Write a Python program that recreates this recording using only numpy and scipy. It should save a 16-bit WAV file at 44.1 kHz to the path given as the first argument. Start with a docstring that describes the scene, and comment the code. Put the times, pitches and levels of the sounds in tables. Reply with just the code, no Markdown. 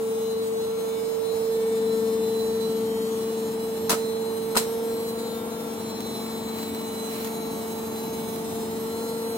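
"""A cramped utility room: a front-loading washing machine at full spin, a hand-held microphone moving to the door.
The brush motor, a sum of multiples of its speed replayed at the shaft's angle, hums, buzzes and surges twice.
The belted drum adds tones, the drain pump drones on mains multiples; shaped noise is the tub, air and brush hiss.
Close by, two sharp, hollow plastic clacks (noise cracks and ringing modes), faint ticks and soft rustles (noise)."""
import sys
import numpy as np
from scipy import signal
from scipy.fft import rfft, irfft
from scipy.io import wavfile
from scipy.ndimage import map_coordinates

SR = 44100
rng = np.random.default_rng(int(sys.argv[2]) if len(sys.argv) > 2 else 0)


def dump_mix(stems):
    """Bounce the given channels to the path in sys.argv[1] as a 16-bit WAV at rate SR."""
    frames = np.atleast_2d(stems).T  # one column per channel
    limited = np.clip(frames, -1, 1)  # hard clip at full scale
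    pcm = np.round(limited * 32767).astype(np.int16)
    wavfile.write(sys.argv[1], SR, pcm)


N = 413216
HOP = 441  # samples per frame of the slow curves
TIME = np.arange(N) / SR
FRAME_TIME = np.arange(N // HOP + 2) * HOP / SR
BELT_RATIO = 11.635  # motor turns per drum turn


def from_db(db):
    """Decibels to gain."""
    return 10 ** (np.asarray(db) / 20)


def rms_one(x):
    """Scale to unit power."""
    return x / np.sqrt(np.mean(np.abs(x) ** 2) + 1e-20)


def in_time(rows, time=TIME):
    """The columns of a curve table, read at the given times."""
    time_s, *columns = np.transpose(rows)
    return [np.interp(time, time_s, column) for column in columns]


def at_hz(points, hz):
    """Read a spectrum on a log-frequency axis."""
    point_hz, value = np.transpose(points)
    return np.interp(np.log(np.maximum(hz, 1)), np.log(point_hz), value)


def slow_chance(rate_hz, shape=()):
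    """Smooth random motion, one value a frame, unit power: white noise through a double pole."""
    pole = np.exp(-2 * np.pi * rate_hz * HOP / SR)
    count = len(FRAME_TIME)
    white = rng.standard_normal(shape + (2 * count,))
    smooth = signal.lfilter([1], [1, -2 * pole, pole * pole], white)
    return rms_one(smooth[..., count:])  # the first half lets the filter settle


def drift(rate_hz):
    """Smooth random motion, one value a sample."""
    return np.interp(TIME, FRAME_TIME, slow_chance(rate_hz))


def wander(rate_hz, shape):
    """Random size and phase, one value a frame, unit power."""
    return rms_one(slow_chance(rate_hz, shape) + 1j * slow_chance(rate_hz, shape))


# How alike the noise reaches the two sides of the microphone: pitch_hz, likeness (0-1)
LIKENESS = [(30, 0.72), (120, 0.91), (300, 0.76), (600, 0.95), (1200, 0), (2500, 0.028), (16000, 0.0049)]


def noise(spectrum):
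    """Stereo noise of a given density in dB per Hz; a shared and an opposed part set the likeness."""
    hz = np.arange(N // 2 + 1) * SR / N
    alike = np.clip(at_hz(LIKENESS, hz), -1, 1)
    mid, side = rfft(rng.standard_normal((2, N)))
    pair = np.sqrt((1 + alike) / 2) * mid + np.sqrt((1 - alike) / 2) * side * [[1], [-1]]
    return irfft(pair * from_db(at_hz(spectrum, hz)), N) * np.sqrt(SR / 2)


def tone(turns, level_db, waver_db, waver_rad):
    """A line that wavers in level and phase; level is rms."""
    level = np.sqrt(2) * from_db(level_db + waver_db * drift(2.5))
    return level * np.sin(2 * np.pi * turns + waver_rad * drift(1.16))


def resonate(x, hz, width_hz):
    """One two-pole resonance, gain about 1 on top."""
    r = np.exp(-np.pi * width_hz / SR)
    feedback = [1, -2 * r * np.cos(2 * np.pi * hz / SR), r * r]
    return signal.lfilter(np.array([1, 0, -1]) * (1 - r * r) / 2, feedback, x)


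def burst(start_s, level_db, t60_s):
    """Envelope of a contact: instant rise, exponential decay to 120 dB below its start."""
    age = TIME - start_s
    return (age >= 0) * from_db(level_db - 60 * np.clip(age / t60_s, 0, 2))


def clatter(depth_db, grain_s):
    """An uneven level, drawn anew every grain and joined by lines; unit power."""
    times = np.arange(0, N / SR, grain_s)
    return rms_one(from_db(depth_db * np.interp(TIME, times, rng.uniform(-0.18, 0.6, len(times)))))


SURGE_RISE_S, SURGE_HOLD_S, SURGE_RELEASE_S = 0.11, 0.85, 0.45


def surge_shape(start_s):
    """A quick rise, a hold, a release (0-1)."""
    corners = np.cumsum([0, SURGE_RISE_S, SURGE_HOLD_S, SURGE_RELEASE_S])
    return np.interp(TIME - start_s, corners, [0, 1, 1, 0])


# Cruising speed of the motor: time_s, speed_turns_per_s
CRUISE = [(0, 224.15), (1.1, 224.95), (2.2, 223.98), (3.3, 224.17), (4.2, 224.5), (5.9, 224.7),
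          (6.8, 224.0), (7.4, 224.25), (9.37, 224.35)]
# The controller kicks the motor on, holds it a while and lets go:
# start_s, gain_turns_per_s (before the sag)
SURGES = [(4.62, 2.6), (8.84, 2.7)]
SAG_TURNS_PER_S2 = 1.3


def motor_speed():
    """Turns per second: the cruising speed, and surges that sag while they are held."""
    speed = in_time(CRUISE)[0]
    for start_s, gain in SURGES:
        sag = SAG_TURNS_PER_S2 * (TIME - start_s - SURGE_RISE_S)
        speed = speed + surge_shape(start_s) * (gain - sag)
    return speed


# Brush buzz, base level along the motor orders: pitch_hz, level_db
BUZZ = [(670, -66), (1120, -58), (1800, -68.5), (2690, -63), (3590, -61), (4490, -61.5), (5390, -69),
        (6060, -72), (7410, -65), (8300, -63), (10320, -65.5), (11670, -61), (13460, -64), (15710, -67.8)]
# Orders that stand out of the buzz or sink into it: order, extra_db
UNEVEN_ORDERS = [(3, -8), (6, 5), (8, 5), (9, -7), (10, 2), (11, -2), (12, -4), (14, -1.5), (15, -1.5),
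                 (16, -0.5), (19, -0.5), (20, -4), (21, -3), (22, -2), (23, 4), (24, 5.5), (25, 5),
                 (26, 4.5), (27, 1.5), (28, 4), (29, 7), (30, -2), (31, 7), (36, 5), (37, -3), (42, -3),
                 (46, -8), (50, -3), (51, 4), (56, -3), (57, -4), (58, -6), (60, -6), (64, 4), (68, -5)]
# Swell of the buzz's treble: time_s, treble_db, top_octave_db
TREBLE_SWELL = [(0, 1, -1.5), (2.7, 2.5, 0), (4.4, 1.5, -0.5), (4.75, 3.5, 2), (5.45, 0.5, 0.5),
                (6.1, 1.5, 0), (6.95, 2.5, 2), (7.3, 2.5, 4), (9.37, 3.5, 1.7)]
# Quick tremble of the orders: pitch_hz, share
TREMBLE = [(900, 0.25), (6000, 0.4), (9000, 0.85)]
# A lesser whine sings out where the microphone crosses a crest of its standing wave:
# middle_s, swell_and_fade_s, motor_order, left_db, right_db
CRESTS = [(0.3, 0.1, 29, -53, -62), (0.95, 0.07, 16, -55, -65), (0.95, 0.1, 10, -56.5, -56),
          (1.0, 0.35, 14, -58, -68), (1.1, 0.09, 23, -57.5, -55.5), (1.65, 0.1, 10, -54, -63),
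          (1.8, 0.08, 16, -50.5, -63), (2.2, 0.12, 16, -54, -57), (2.5, 0.15, 23, -57, -66),
          (2.95, 0.12, 14, -65, -54), (3.08, 0.33, 15, -54.5, -68), (5.34, 0.08, 16, -52.5, -54),
          (5.62, 0.12, 16, -54.5, -65), (5.9, 0.5, 29, -55, -68), (6.0, 0.45, 23, -56.5, -62),
          (6.15, 0.15, 15, -56, -68), (6.7, 0.1, 16, -55, -63), (7.0, 1.0, 10, -75, -57),
          (7.6, 0.4, 29, -58, -54.5), (8.3, 0.32, 29, -52.5, -63), (8.4, 0.35, 23, -68, -57.5),
          (9.15, 0.22, 29, -60, -52)]
# One motor order grows near the door: its number, base level, and dB gained per dB of rumble
DOOR_ORDER, DOOR_DB, DOOR_FOLLOWS = 4, -59, 2.6


def brush_buzz(flicker_db, near_db, steady=0.46, fade_hz=1.64, scatter_hz=12, buzz_db=-0.26, count=70):
    """Brush contact sounds every multiple of the shaft speed: gains as channels x orders x frames."""
    hz = np.arange(1, count + 1) * np.median(np.array(CRUISE)[:, 1])
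    level_db = at_hz(BUZZ, hz) + buzz_db
    for order, extra_db in UNEVEN_ORDERS:
        level_db[order - 1] += extra_db
    treble_db, top_db = in_time(TREBLE_SWELL, FRAME_TIME)
    treble = np.interp(hz, [2000, 5000], [0, 1])[:, None]
    top = np.interp(hz, [9000, 11000], [0, 1])[:, None]
    swell_db = (1 - top) * treble_db + top * top_db
    level = from_db(level_db[:, None] + treble * (swell_db + flicker_db))
    # each order has its own standing waves, so it fades in and out as the microphone moves
    direct = np.exp(2j * np.pi * rng.random((2, count, 1)))
    field = steady * direct + (1 - steady) * wander(fade_hz, (2, count))
    field /= np.sqrt(np.mean(np.abs(field) ** 2, axis=2, keepdims=True))
    # in this order the standing-wave part keeps its size and only grows with nearness to the door
    door = DOOR_ORDER - 1
    level[door] = from_db(DOOR_DB + DOOR_FOLLOWS * near_db)
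    field[:, door] = np.exp(.4j * slow_chance(fade_hz, (2,)))
    # the brushes never touch twice alike: every order also trembles quickly
    tremble = at_hz(TREMBLE, hz)[:, None] * wander(scatter_hz, (2, count))
    gains = level * (field + tremble)
    for middle_s, length_s, order, left_db, right_db in CRESTS:
        shape = np.exp(-((FRAME_TIME - middle_s) / length_s) ** 2 / 2)
        swell = from_db([[left_db], [right_db]]) * shape
        gains[:, order - 1] += swell * (1j * direct[:, order - 1] + .5 * tremble[:, order - 1])
    return gains


# Whine of the rotor slots, swelling and sinking as the microphone moves through its standing waves:
# time_s, left_db, right_db (base levels)
SLOT_WHINE = [(0.0, -63.0, -60.5), (0.3, -42.5, -57), (0.42, -46.0, -45.0), (0.5, -57.0, -58.0),
              (0.62, -46, -43), (0.72, -59, -44.5), (0.78, -53.0, -52.5), (1.18, -58, -56),
              (1.3, -40.5, -55), (1.38, -55, -57), (1.48, -53.5, -54.0), (1.56, -64, -48), (1.6, -58, -56),
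              (1.74, -58, -54.0), (1.92, -42, -44), (2.0, -62, -52), (2.16, -53, -59), (2.24, -47, -44),
              (2.44, -49, -42), (2.66, -54.0, -41.5), (2.78, -46, -53), (2.98, -50, -55.0),
              (3.04, -54, -49.5), (3.18, -53, -58.0), (3.24, -48, -53.0), (3.46, -60, -50),
              (3.58, -44, -53.5), (3.66, -59, -50), (3.76, -51.0, -59), (3.82, -59, -55),
              (4.04, -45.5, -48.5), (4.5, -47.5, -54.0), (4.7, -56, -54), (4.82, -53.5, -63),
              (4.92, -47, -50.0), (5.18, -49, -48), (5.32, -41, -44), (5.42, -63, -67), (5.54, -50, -53),
              (5.66, -62, -62.0), (5.9, -44.0, -44.5), (6.7, -42.5, -44.5), (6.8, -45.5, -45.5),
              (7.1, -47.5, -42.0), (7.22, -54, -45), (7.48, -46, -47), (7.56, -57, -50), (8.06, -50, -48),
              (8.16, -52.5, -46.5), (8.42, -65, -49.5), (8.74, -57, -52), (8.84, -63, -51),
              (8.96, -49, -46), (9.36, -55, -45.5)]
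# The whine's phase between the two sides turns along the same path: time_s, left_lead_rad
WHINE_LEAD = [(0, 6.3), (0.4, 3.5), (0.9, 1.3), (1.35, 1.8), (1.85, -0.3), (2.25, 0), (2.5, -1.5),
              (2.75, -1.5), (3.0, -3.7), (3.45, 0.2), (4.45, 1.7), (5.05, -2.3), (5.8, -0.8), (6.5, -1.2),
              (8.2, -0.3), (8.5, 1.7), (9.05, 1.2), (9.37, 3.5)]


def slot_whine(phase_rad=0.4, flutter_db=2.05):
    """Size and phase of the whine on each side: a clean line that flutters a little."""
    lead = in_time(WHINE_LEAD, FRAME_TIME)[0] * np.array([[.5], [-.5]])
    phase = lead + phase_rad * slow_chance(1.0)
    level_db = in_time(SLOT_WHINE, FRAME_TIME) + flutter_db * slow_chance(9.4, (2,))
    return from_db(level_db) * np.exp(1j * phase)


# Hum of the rotor's unbalance, with a quiet spot on the way to the door: time_s, level_db (mean of the sides)
UNBALANCE = [(0, -40.5), (0.6, -43.5), (1.2, -50), (1.9, -35.5), (2.9, -36.5), (4.3, -39.5), (5.4, -37.5),
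             (9.37, -37.5)]
# Hum of the magnetic poles among the room's standing waves: time_s, left_db, right_db, left_lead_rad
POLE_HUM = [(0, -26.5, -27, -0.75), (0.6, -25, -29, -1.2), (1.2, -36.5, -23, -1.55),
            (1.6, -25, -22.3, 0.32), (1.92, -21.6, -27.5, 0.14), (2.5, -24.5, -27, -0.44),
            (3.2, -26.5, -29.5, 0.1), (3.6, -29, -31, 0.4), (4.0, -31, -25.5, 0.52),
            (4.45, -33.5, -27, 0.83), (4.9, -28.5, -27, 0.6), (5.45, -33, -39.5, 0.3),
            (6.25, -36, -39.5, 0.71), (7.2, -33.5, -35, 0.71), (7.8, -36, -35, 0.88), (9.37, -30, -32, 0.4)]


def motor(turns, flicker_db, near_db, whine_db=-0.2, size=2048):
    """One turn of the motor as a sum of orders, replayed at the shaft's angle."""
    gains = brush_buzz(flicker_db, near_db)
    sides = np.array([[1], [-1]])
    # unbalance is order 1, the two magnetic poles order 2, the rotor slots order 18
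    left_db, right_db, lead = in_time(POLE_HUM, FRAME_TIME)
    unbalance_db = in_time(UNBALANCE, FRAME_TIME)[0] + 0.84 * sides
    gains[:, 0] = from_db(unbalance_db) * np.exp(.15j * sides)
    gains[:, 1] = from_db([left_db, right_db]) * np.exp(.5j * lead * sides)
    gains[:, 17] = from_db(whine_db + flicker_db) * slot_whine()
    # the waveform of one turn at every frame, read at the shaft's angle and the present frame
    spectrum = np.pad(gains, ((0, 0), (1, 0), (0, 0)))
    cycles = irfft(spectrum, size, axis=1) * size / np.sqrt(2)
    where = [turns % 1 * size, np.arange(N) / HOP]
    return np.array([map_coordinates(cycle, where, order=1, mode="grid-wrap") for cycle in cycles])


def ripple(hum, drum_turns, depth=0.2, band_hz=(2500, 8000), turn_rad=1.3, per_drum_turn=6):
    """The motor's treble wobbles six times a drum turn, mostly in phase: faint side tones by its orders."""
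    band = signal.butter(2, band_hz, "band", fs=SR, output="sos")
    treble = signal.sosfilt(band, hum)
    turned = irfft(rfft(treble) * np.exp(1j * turn_rad), N)
    return depth * np.sin(2 * np.pi * per_drum_turn * drum_turns) * turned


def belt_pull(lag_s=0.06):
    """How hard the belt pulls (0-1): it takes up each surge a moment late."""
    return sum(surge_shape(start_s + lag_s) for start_s, _ in SURGES)


# Drum tones: drum_order (multiple of the drum speed), level_db (before nearness)
DRUM_TONES = [(9, -56.5), (13, -61), (14, -54), (15, -56.5), (18, -61), (19, -65), (20, -67.5), (36, -57),
              (44, -64.5), (48, -71), (63, -80), (101, -66.5)]
# Motor tones under the drum's load: motor_order, drum_order_added, level_db, surge_extra_db
SIDEBANDS = [(2, -1, -49, 0), (2, 1, -57.5, -6), (2, 2, -56, 13.5), (3, 0, -59.5, 7.5), (5, -1, -65, -4),
             (5, 0, -63, 5), (6, -1, -70.5, 6), (6, 0, -67.5, 14)]


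def drum(motor_turns, surge, near_db, nearness=1.52):
    """The drum's own tones, and the sidebands it puts on the motor, which rise or sink in a surge."""
    turns = motor_turns / BELT_RATIO
    own = sum(tone(order * turns, db + nearness * near_db, waver_db=2.5, waver_rad=0.9)
              for order, db in DRUM_TONES)
    shaken = sum(tone(motor_order * motor_turns + drum_order * turns, db + pull_db * surge,
                      waver_db=1.5, waver_rad=0.3)
                 for motor_order, drum_order, db, pull_db in SIDEBANDS)
    return own + shaken


# Drain pump: mains_multiple, level_db, share of the standing wave's swing that it follows
PUMP_LINES = [(2, -61.5, -0.11), (3, -58, 0.52), (4, -44.5, 1), (6, -53.5, 0.23), (12, -56.5, -0.74),
              (22, -61, 0.075)]
# The pump's drone in its own standing wave along the microphone's way: time_s, swing_db
DRONE_SWING = [(0, -1), (1.4, -4.5), (1.9, 5), (3.0, 2.5), (4.3, -4), (6.0, 0), (9.37, -4.5)]
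MAINS_HZ = 50.13


def pump():
    """The pump runs in step with the mains; its lines rise or sink through their standing waves."""
    swing_db, = in_time(DRONE_SWING)
    return sum(tone(multiple * MAINS_HZ * TIME, db + share * swing_db, waver_db=0.6, waver_rad=0.44)
               for multiple, db, share in PUMP_LINES)


# Spectra of the tub's rumble, the air rushing round the drum, a resonant cabinet panel and the
# fine hiss of the brushes, before their level curves: pitch_hz, density_db_per_hz
RUMBLE = [(25, -104), (40, -92), (60, -81.5), (90, -73.5), (125, -74), (180, -70.5), (280, -68), (400, -71),
          (550, -81.5), (900, -100)]
AIR_RUSH = [(200, -100), (400, -73), (560, -75), (650, -71.5), (730, -74), (860, -68.8), (980, -74),
            (1140, -73.7), (1300, -79.7), (1800, -85.3), (3300, -87.8), (4900, -104), (8000, -125)]
PANEL = [(380, -97), (470, -60), (505, -73), (540, -73.5), (680, -95)]
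BRUSH_HISS = [(2500, -110), (3800, -90.5), (4900, -97.5), (6200, -102), (7400, -97.5), (8300, -92),
              (10000, -94.5), (12000, -89), (16000, -94)]
# Panel level as the microphone moves, and hiss level: time_s, level_db (added to the spectrum)
PANEL_LEVEL = [(0, -2.5), (1.4, 3.5), (2.4, -0.5), (3.5, -0.5), (4.3, -6), (9.37, -12)]
HISS_LEVEL = [(0, -0.8), (3.4, -0.2), (5.3, -0.8), (6.6, 1.6), (9.37, 1.4)]


def tub(rumble_db, rush_db):
    """The tub rumbles unevenly and stirs a panel, air rushes round the drum, the brushes hiss beneath."""
    rumble = from_db(rumble_db + 1.0 * drift(1.3)) * noise(RUMBLE)
    rush = from_db(rush_db) * noise(AIR_RUSH)
    panel = from_db(in_time(PANEL_LEVEL)[0]) * noise(PANEL)
    hiss = from_db(in_time(HISS_LEVEL)[0]) * noise(BRUSH_HISS)
    return rumble + rush + panel + hiss


# Modes of the hollow plastic body: pitch_hz, relative_db, t60_s
HOLLOW_MODES = [(630, -9, 0.14), (696, 4, 0.085), (895, -7, 0.16), (960, 2, 0.068), (1027, -10, 0.16),
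                (1290, 1.5, 0.094), (1444, -2.5, 0.074)]


def hollow_ring(start_s, favoured_hz, reach_octaves=0.3, side_rad=0.76):
    """A contact sets every mode of the body ringing, favouring those near its own pitch."""
    out, start = np.zeros((2, N)), int(start_s * SR)
    age = np.arange(SR // 2) / SR
    for hz, db, t60_s in HOLLOW_MODES:
        phase = 2 * np.pi * rng.random() + side_rad * rng.standard_normal((2, 1))
        strength = from_db(db) / (1 + (np.log2(hz / favoured_hz) / reach_octaves) ** 2)
        decay = np.exp(-np.log(1000) * age / t60_s)
        out[:, start:start + len(age)] += strength * decay * np.sin(2 * np.pi * hz * age + phase)
    return out


# Plastic contacts close to the microphone, base levels:
# start_s, crack_db, knock_db, t60_s, knock_favours_hz, plastic_ring_db, crack_favours_hz
CONTACTS = [(3.895, -18, -23.5, 0.084, 990, -11, 5700), (3.9026, -20, -19, 0.056, 1150, -6, 8500),
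            (3.9064, -20.5, -23, 0.06, 1000, -10, 8800), (3.9158, -21, -25, 0.044, 964, -7, 6500),
            (3.919, -21.5, -29, 0.064, 1200, -9, 8500), (3.928, -26, -22, 0.098, 1290, -6, 3500),
            (3.941, -29, -38, 0.09, 1000, -11, 8000), (4.549, -41, -29, 0.06, 990, -3, 8000),
            (4.5545, -27.5, -25, 0.092, 1410, -2, 8500), (4.5658, -22.5, -16, 0.057, 880, 4, 9500),
            (4.5706, -14.5, -24, 0.072, 690, 2, 8150), (4.579, -22, -31, 0.18, 1100, -6, 7500)]
# Colours of the crack and of the knock: pitch_hz, relative_db_per_hz
CRACK_COLOUR = [(500, -18), (1500, -3), (2600, -1.5), (4200, -2), (6000, -2), (8000, -1), (11000, -2.5),
                (16000, -6)]
KNOCK_COLOUR = [(30, -42), (80, -28), (200, -2), (450, -2), (700, -4), (1200, -4), (1800, -10), (3500, -21),
                (8000, -45)]
# Hard ring of the struck plastic: pitch_hz, width_hz, relative_db
PLASTIC_RING = [(1970, 90, -17), (4100, 64, 12.5), (4500, 100, -6), (5100, 120, -4)]


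def clacks(room_db=-17, room_t60_s=0.41, hollow_db=-4, thud_db=-2,
           snap_db=-1, snap_t60_s=0.0054, bright_db=-1, bright_width_hz=900):
    """Each contact is a ringing crack and a thud, with a short tail off near walls, and rings the body."""
    snap, push = noise(CRACK_COLOUR), rms_one(noise(KNOCK_COLOUR))
    ringing = sum(from_db(db) * resonate(snap, hz, width) for hz, width, db in PLASTIC_RING)
    cracks, knocks = 0, 0
    for start_s, crack_db, knock_db, t60_s, knock_hz, ring_db, bright_hz in CONTACTS:
        decay = np.hypot(burst(start_s, 0, t60_s), burst(start_s, room_db, room_t60_s))
        shift = rng.integers(N)  # a fresh stretch of the noise for each contact
        bright = from_db(bright_db) * resonate(snap, bright_hz, bright_width_hz)
        crack = np.roll(rms_one(snap + from_db(ring_db) * ringing + bright), shift, axis=1)
        crack_shape = np.hypot(decay, burst(start_s, snap_db, snap_t60_s))
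        cracks = cracks + from_db(crack_db) * crack_shape * crack
        thud = from_db(thud_db) * decay * np.roll(push, shift, axis=1)
        hollow = from_db(hollow_db) * hollow_ring(start_s, knock_hz)
        knocks = knocks + from_db(knock_db) * (thud + hollow)
    return cracks * clatter(depth_db=1.5, grain_s=0.0015) + knocks


# Faint ticks: start_s, level_db
TICKS = [(6.005, -31), (6.264, -35), (6.585, -37), (6.630, -36), (6.747, -33), (6.815, -38), (7.246, -32),
         (7.272, -35), (7.705, -38), (7.960, -37), (8.360, -33)]
# Soft rustles: middle_s, level_db, swell_and_fade_s
RUSTLES = [(6.6, -43, 0.08), (7.155, -38.5, 0.07), (7.255, -44, 0.035)]
# Colour of the ticks and the rustles: pitch_hz, relative_db_per_hz
RUSTLE_COLOUR = [(300, -8), (1000, 5), (2500, 5), (5000, 1), (9000, 0), (16000, 4)]


def small_sounds(tick_t60_s=0.031):
    """Light ticks are decaying noise; brief rustles are swelling noise with a grainy level."""
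    rustle = sum(from_db(db) * np.exp(-((TIME - middle_s) / length_s) ** 2 / 2)
                 for middle_s, db, length_s in RUSTLES)
    grains = clatter(depth_db=3.5, grain_s=0.002)
    ticks = sum(burst(start_s, db, tick_t60_s) for start_s, db in TICKS)
    return (ticks + rustle * grains) * rms_one(noise(RUSTLE_COLOUR))


# Change of level as the microphone nears the door: time_s, rumble_db, rush_db
NEARNESS = [(0, -1, -1.5), (1.2, -0.8, 0), (2.3, 3.5, -0.5), (3.4, 2.5, 0.5), (4.6, 3, 0.5), (6.3, 3.5, 2),
            (9.37, 4, 1)]
RIGHT_LAG_S = 0.00017


def scene(flutter=0.11, brush_db=1.18, sway_db=-0.25, rush_share=0.11, throb_depth=0.063):
    """The motor's angle drives motor and drum; pump, noises and contacts join them at the microphone."""
    turns = np.cumsum(motor_speed() + flutter * drift(21.0)) / SR
    drum_turns = turns / BELT_RATIO
    drum_sway = np.sin(2 * np.pi * drum_turns)
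    # brush pressure varies by chance and with every sway of the drum
    flicker_db = brush_db * drift(24) + sway_db * drum_sway
    rumble_db, rush_db = in_time(NEARNESS)
    tones = drum(turns, belt_pull(), rumble_db) + pump()
    left, right = tones + tub(rumble_db, rush_db + rush_share * flicker_db)
    lagged_right = np.interp(TIME - RIGHT_LAG_S, TIME, right)
    body = np.array([left, lagged_right]) * from_db([[.4], [-.4]])
    # the uneven load makes the motor throb once a drum turn
    throb = 1 + throb_depth * drum_sway
    frame_flicker_db = np.interp(FRAME_TIME, TIME, flicker_db)
    hum = motor(turns, frame_flicker_db, np.interp(FRAME_TIME, TIME, rumble_db))
    return throb * hum + ripple(hum, drum_turns) + body + clacks() + small_sounds()


def record(dry, cutoff_hz=15850):
    """The microphone's top is cut steeply."""
    return signal.sosfilt(signal.ellip(12, .1, 80, cutoff_hz, fs=SR, output="sos"), dry)


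dry = scene()
out = record(dry)
dump_mix(out)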